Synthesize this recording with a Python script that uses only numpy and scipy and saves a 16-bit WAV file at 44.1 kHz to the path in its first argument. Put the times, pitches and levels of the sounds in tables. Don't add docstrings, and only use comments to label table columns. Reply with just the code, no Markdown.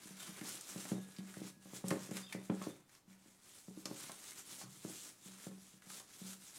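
import sys
import numpy as np
from scipy import signal
from scipy.fft import rfft, irfft
from scipy.io import wavfile
from scipy.ndimage import uniform_filter1d

SR = 44100
rng = np.random.default_rng(int(sys.argv[2]) if len(sys.argv) > 2 else 0)


def magnitude_from_level(level_db):
    exponent = np.asarray(level_db, float) / 20
    return 10 ** exponent


def to_wav(sig):
    pcm = np.clip(np.atleast_2d(sig), -1, 1) * 32767
    pcm = np.round(pcm).astype(np.int16)
    wavfile.write(sys.argv[1], SR, pcm.T)


N = 290470

# [f/Hz, level per Hz/dB]
ROOM_SPECTRUM = [(15, 2), (25, 2), (35, -14), (49, -3), (91, 7), (198, 3), (305, 5), (349, 0.5), (598, -5),
                 (848, -3), (1750, -14), (2600, -12.5), (4040, -12.5), (8580, -16), (15500, -17)]
# [f/Hz, level per Hz/dB]
HISS_SPECTRUM = [(1470, -19), (2500, -8.5), (2910, -6), (3170, -4.5), (3830, -3.5), (4430, -5),
                 (7220, -0.5), (9660, -2.5), (15500, -15)]
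# [f/Hz, level per Hz/dB]
BODY_SPECTRUM = [(290, 8), (500, 2), (874, 2), (1390, 5), (1560, 3), (1680, 3.5), (2250, 3), (5000, -12),
                 (6500, -50), (11000, -120)]
# [t/s at full speed, length/s between the ends of the hiss arch, hiss level/dB]
STROKES = [(0.074, 0.15, -55), (0.292, 0.38, -54.5), (0.511, 0.18, -47), (0.765, 0.36, -51),
           (0.901, 0.11, -54.5), (1.073, 0.68, -63), (1.372, 0.23, -57.5), (1.453, 0.13, -57),
           (1.69, 0.17, -64.5), (1.767, 0.11, -53.5), (1.905, 0.12, -51.5), (2.034, 0.15, -56),
           (2.176, 0.12, -51.5), (2.332, 0.11, -61), (2.51, 0.44, -65), (2.65, 0.28, -60.5),
           (2.939, 0.12, -67), (3.121, 0.092, -68.5), (3.3, 0.31, -71), (3.569, 0.28, -59),
           (3.867, 0.32, -58.5), (4.009, 0.14, -51), (4.093, 0.052, -52), (4.28, 0.39, -54.5),
           (4.394, 0.075, -53), (4.531, 0.15, -53), (4.606, 0.091, -52), (4.726, 0.14, -58),
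           (4.913, 0.3, -55), (4.989, 0.28, -54), (5.29, 0.23, -58), (5.444, 0.17, -59.5),
           (5.57, 0.57, -65.5), (5.838, 0.03, -63), (5.945, 0.18, -52.5), (6.179, 0.2, -56.5),
           (6.308, 0.13, -52.5), (6.464, 0.12, -54.5), (6.56, 0.075, -55.5)]
# [t/s, level against the hiss/dB]
HOLLOWNESS = [(0, -6.5), (.3, -2.5), (.6, -9), (1.2, -3), (1.8, -8), (2.1, -2.5), (2.6, -2.5), (3.2, -3.5),
              (3.6, -9.5), (4.1, -8), (5, -11.5), (5.45, -6), (6, -9), (6.59, -9.5)]
# [f/Hz, level/dB, t60/s]
KETTLE_MODES = [(106, -38, 0.48), (129.6, -13, 0.56), (153, -23, 0.78), (190, -6, 0.42),
                (221.3, -5.5, 0.16), (270.6, -7.5, 0.063), (295.4, -5, 0.077), (315.6, 2, 0.078),
                (372, -5, 0.095), (408, 2, 0.064), (475.5, -7, 0.083), (536.4, -9, 0.12), (605, -13, 0.18),
                (696, -4.5, 0.038), (784, -14, 0.099), (1075, -17, 0.11), (1300, -53, 0.042)]
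# [t/s, peak level of the modes/dB, most excited f/Hz, hardness/dB per octave]
KNOCKS = [(0.052, -45.5, 258, -22), (0.103, -45.5, 200, -13), (0.287, -43, 190, -17), (0.411, -35, 253, -3),
          (0.756, -33.5, 227, -3), (0.85, -38.5, 294, 11.5), (0.914, -23.5, 231, -3),
          (1.183, -37, 202, -47), (1.366, -36.5, 149, -5), (1.413, -34, 304, -4), (1.564, -51.5, 202, -14),
          (1.653, -44.5, 204, 4), (1.73, -37, 151, -4), (1.838, -29.5, 200, 1), (1.908, -21.5, 200, 8.5),
          (1.921, -25.5, 370, 3), (2.087, -39, 363, -8), (2.11, -30, 200, -1), (2.345, -30, 204, 0),
          (2.495, -21, 217, 0.8), (2.612, -35.5, 192, 14), (2.666, -28, 304, -2), (3.074, -54, 191, -34),
          (3.256, -52, 253, -10), (3.679, -39, 202, -5), (3.77, -39.5, 314, -11), (3.853, -35.5, 327, 10),
          (3.885, -49, 170, 4), (3.908, -33, 290, 3), (4.092, -40.5, 330, 17), (4.61, -49, 342, 22),
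          (4.634, -43.5, 141, -18), (4.845, -31.5, 307, -1.5), (5.255, -47, 192, -38),
          (5.464, -34.5, 205, -0.5), (5.734, -53, 199, -12), (5.864, -49.5, 199, -7), (5.999, -50, 144, 14),
          (6.212, -40, 198, -10.5)]
# [t/s, length/s, initial f/Hz, fall/Hz over the length, level/dB]
CHIRPS = [(.19, .09, 3700, 220, -65), (.225, .08, 3100, 80, -66), (.28, .05, 3080, 60, -72),
          (.95, .12, 3750, 150, -73), (2.21, .1, 4620, 60, -74), (2.22, .09, 4900, -80, -68),
          (2.232, .09, 3570, -30, -64), (2.265, .07, 3250, 200, -68), (2.28, .045, 2800, 400, -70),
          (2.328, .09, 2030, 40, -67), (2.385, .08, 3600, 0, -77), (2.64, .08, 4500, 100, -76),
          (2.69, .09, 3620, 0, -73), (3.115, .03, 2200, 50, -78), (4.6, .08, 4400, 50, -74),
          (5.29, .08, 3850, 50, -76)]
# [t/s, peak level/dB, f/Hz of the brightest ring,
# length/ms as four time constants of the main decay, broad part against the ring/dB]
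TICKS = [(0.4113, -40, 1960, 10, 1), (0.6095, -37.5, 7750, 6, -10), (1.1634, -48, 4930, 2.8, -6),
         (1.1846, -43.5, 3700, 2.6, 15), (1.3397, -45.5, 1640, 3.3, -1), (1.8822, -33, 8100, 8.7, -17),
         (1.905, -29.5, 2070, 11, 5), (2.11, -41.5, 7310, 5, -8), (2.1684, -32.5, 2320, 8.1, 9),
         (2.1846, -43.5, 6770, 5.3, 16), (2.3245, -35, 2180, 22, -1), (2.6233, -39.5, 6800, 4.8, -10),
         (2.6384, -42, 4540, 6.5, 2), (2.8937, -55.5, 1980, 3.4, 5), (2.9494, -53, 5760, 8, 10),
         (3.129, -57, 2050, 5, 7), (3.855, -29.5, 6270, 12, 3), (4.117, -36.5, 9700, 7.2, 2),
         (4.1285, -46, 6900, 6.2, 15), (4.3181, -46, 2170, 6, 3), (4.3777, -46, 7800, 5.4, 16),
         (4.609, -55, 2500, 8, 14), (5.3991, -50, 1690, 3.9, 3), (5.8201, -49, 1810, 12, -2),
         (5.901, -42, 1380, 16, 6), (5.9988, -40.5, 7850, 4.9, 8), (6.3314, -40, 9000, 8.8, 13)]
# [t/s, hold/s, level/dB]
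SINGING = [(.95, .1, -74), (1.0, .85, -79), (1.91, .2, -78), (5.47, 1.1, -88)]

ROOM_DB = -74.5
STROKE_ENDS_DB = -12
BODY_LONGER, PUSH_LONGER = 1.124, 1.36
PUSH_DB = -18.5
ROCK_DB, ROCK_RISE_S, ROCK_T60_S = -19.5, 0.024, 0.36
FOCUS_DB, SOFT_FOCUS = 6, 0.56
SING_HZ, SING_T60_S = 1670, 1.6


def evened(x):
    return x / np.sqrt(np.mean(x ** 2) + 1e-20)


def peaked(x):
    return x / np.abs(x).max()


def add(mix, s, sound):
    part = mix[round(s * SR):][:len(sound)]
    part += sound[:len(part)]


def coloured(x, points):
    f, db = np.transpose(points)
    hz = np.fft.rfftfreq(len(x), 1 / SR)
    gain = magnitude_from_level(np.interp(np.log(hz + 1), np.log(f + 1), db))
    return evened(irfft(rfft(x) * gain, len(x)))


def flutter(ms, depth_db):
    span = round(ms * SR / 1000)
    wander = uniform_filter1d(uniform_filter1d(rng.standard_normal(N), span), span)
    return evened(magnitude_from_level(depth_db * evened(wander)))


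def fibres(per_s, spread_db):
    size = magnitude_from_level(spread_db * np.minimum(rng.exponential(1, N), 4))
    slips = rng.random(N) < per_s / SR
    return evened(size * rng.standard_normal(N) * slips)


def strokes(longer):
    s, length, db = np.transpose(STROKES)[:, :, None]
    t = np.arange(0, N + 64, 64) / SR
    arch_db = db + STROKE_ENDS_DB * (2 * (t - s) / (length * longer)) ** 2
    power = magnitude_from_level(arch_db) ** 2
    return np.interp(np.arange(N) / SR, t, np.sqrt(power.sum(0)))


def dying(starts, rise_s, t60, held=0):
    s, db = starts[:, :, None]
    t = np.arange(0, N + 64, 64) / SR
    age = (t - s).clip(0)
    decay = magnitude_from_level(db - 60 * (age - held).clip(0) / t60)
    power = (decay * (1 - np.exp(-age / rise_s))) ** 2
    return np.interp(np.arange(N) / SR, t, np.sqrt(power.sum(0)))


def patchy(x):
    z = signal.stft(x, nperseg=256)[2]
    field = uniform_filter1d(rng.standard_normal(z.shape), size=12, axis=0)
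    field = uniform_filter1d(field, size=10, axis=1)
    return evened(signal.istft(z * magnitude_from_level(1.5 * evened(field)), nperseg=256)[1][:N])


def ring(weights, stretch, seconds):
    hz, db, t60 = np.transpose(KETTLE_MODES)[:, :, None]
    t = np.arange(round(seconds * SR)) / SR
    decay = magnitude_from_level(db - 60 * t / (t60 * stretch))
    return (weights[:, None] * decay * np.sin(2 * np.pi * hz * t)).sum(0)


def room_tone():
    return magnitude_from_level(ROOM_DB) * coloured(rng.standard_normal(N), ROOM_SPECTRUM)


def wipe():
    grip = flutter(39, 1.65) * flutter(13.0, 0.99)
    hiss = patchy(coloured(fibres(9000, 0.49), HISS_SPECTRUM)) * strokes(1)
    t, db = np.transpose(HOLLOWNESS)
    hollow = magnitude_from_level(np.interp(np.arange(N) / SR, t, db))
    body = coloured(fibres(5000, 1.3), BODY_SPECTRUM)
    body = body * flutter(27, 0.96) * hollow * strokes(BODY_LONGER)
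    return grip * (hiss + body)


def drag():
    push = magnitude_from_level(PUSH_DB) * strokes(PUSH_LONGER)
    rock = magnitude_from_level(ROCK_DB) * dying(np.transpose(KNOCKS)[:2], ROCK_RISE_S, ROCK_T60_S)
    bumps = fibres(400, 3.0) * np.hypot(push, rock)
    modes = ring(np.ones(len(KETTLE_MODES)), 1.0, .4)
    return signal.oaconvolve(bumps, modes / np.linalg.norm(modes))[:N]


def knocks():
    out = np.zeros(N)
    mode_hz = np.transpose(KETTLE_MODES)[0]
    t = np.arange(round(.1 * SR)) / SR
    chance_db = 1.5 * rng.standard_normal((len(KNOCKS), len(KETTLE_MODES)))
    bounces = rng.random((len(KNOCKS), 2, 5))
    noise = rng.standard_normal((len(KNOCKS), len(t)))
    pulse = signal.windows.hann(round(0.00064 * SR))
    band = signal.butter(1, [500, 1800], "band", fs=SR, output="sos")
    crack_decay = np.exp(-t / 0.004) + 0.23 * np.exp(-t / 0.059)
    for (s, db, hz, hard_db), luck_db, (when, size), grit in zip(KNOCKS, chance_db, bounces, noise):
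        focus_db = FOCUS_DB + SOFT_FOCUS * min(max(-hard_db, 0), 20)
        nearness = np.exp(-(np.log(mode_hz / hz) / 0.25) ** 2)
        weights = magnitude_from_level(focus_db * nearness + luck_db)
        weights *= magnitude_from_level(hard_db * np.log2(mode_hz / 300).clip(0))
        force = np.zeros(len(t))
        force[[round(.0015 * SR), round(.004 * SR)]] = -.3, 1
        force[(when * .06 * SR).astype(int).clip(1, len(t) - 1)] = 0.33 * (2 * size - 1)
        modes = signal.fftconvolve(np.convolve(force, pulse), ring(weights, 0.94, 0.6))
        add(out, s, magnitude_from_level(db) * peaked(modes))
        crack = signal.sosfilt(band, signal.sosfilt(band, grit)) * crack_decay
        add(out, s + 0.00344, magnitude_from_level(db - 20.0 + 1.08 * hard_db) * peaked(crack))
    return out


def chirps():
    out = np.zeros(N)
    for s, length, hz, fall_hz, db in CHIRPS:
        u = np.linspace(0, 1, round(length * SR))
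        wobble = evened(uniform_filter1d(rng.standard_normal(len(u)), round(0.0041 * SR)))
        pitch = hz - fall_hz * u + 70 * wobble
        tone = np.sin(2 * np.pi * np.cumsum(pitch) / SR)
        shape = np.minimum(u / 0.015, 1) * np.exp(-1.6 * u) * np.minimum(5 - 5 * u, 1)
        add(out, s, magnitude_from_level(db) * evened(tone * shape))
    return out * flutter(5, 1.8)


def ticks():
    out = np.zeros(N)
    t = np.arange(round(.08 * SR)) / SR
    high = signal.butter(2, 1200, "high", fs=SR, output="sos")
    noises = rng.standard_normal((len(TICKS), len(t)))
    for (s, db, hz, ms, broad_db), noise in zip(TICKS, noises):
        rise = np.minimum(t / 0.00098, 1)
        decay = np.exp(-t * 4000 / ms) + 0.26 * np.exp(-t / 0.014)
        burst = noise * rise * decay
        rung = signal.lfilter(*signal.iirpeak(min(hz, SR / 3), 4.5, fs=SR), burst)
        broad = signal.sosfilt(high, np.convolve(burst, [.3, .4, .3], "same"))
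        add(out, s, magnitude_from_level(db) * peaked(peaked(rung) + magnitude_from_level(broad_db) * peaked(broad)))
    return out


def singing():
    s, held, db = np.transpose(SINGING)
    level = dying(np.array([s, db]), .02, SING_T60_S, held[:, None])
    tone = np.sin(2 * np.pi * SING_HZ * np.arange(N) / SR)
    return np.sqrt(2) * level * flutter(220, 0.53) * tone


def kitchen(x):
    t = np.arange(round(.5 * SR)) / SR
    arrivals = (rng.random(len(t)) < 2000 / SR) * (t > .004)
    taps = rng.choice([-1., 1.], len(t)) * arrivals * magnitude_from_level(-60 * t / 0.42)
    return signal.oaconvolve(x, evened(taps) / np.sqrt(len(t)))[:N]


def scene():
    thin = chirps()
    near = wipe() + knocks() + ticks() + thin
    echoes = magnitude_from_level(-8.5) * kitchen(near) + magnitude_from_level(-7) * kitchen(thin)
    sounds = near + echoes + drag() + singing()
    sounds = signal.sosfilt(signal.butter(6, 120, "high", fs=SR, output="sos"), sounds)
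    return np.tile(sounds + room_tone(), (2, 1))


def band_limit(x):
    return signal.sosfilt(signal.butter(12, 15760, fs=SR, output="sos"), x)


def record(dry):
    return band_limit(dry)


dry = scene()
out = record(dry)
to_wav(out)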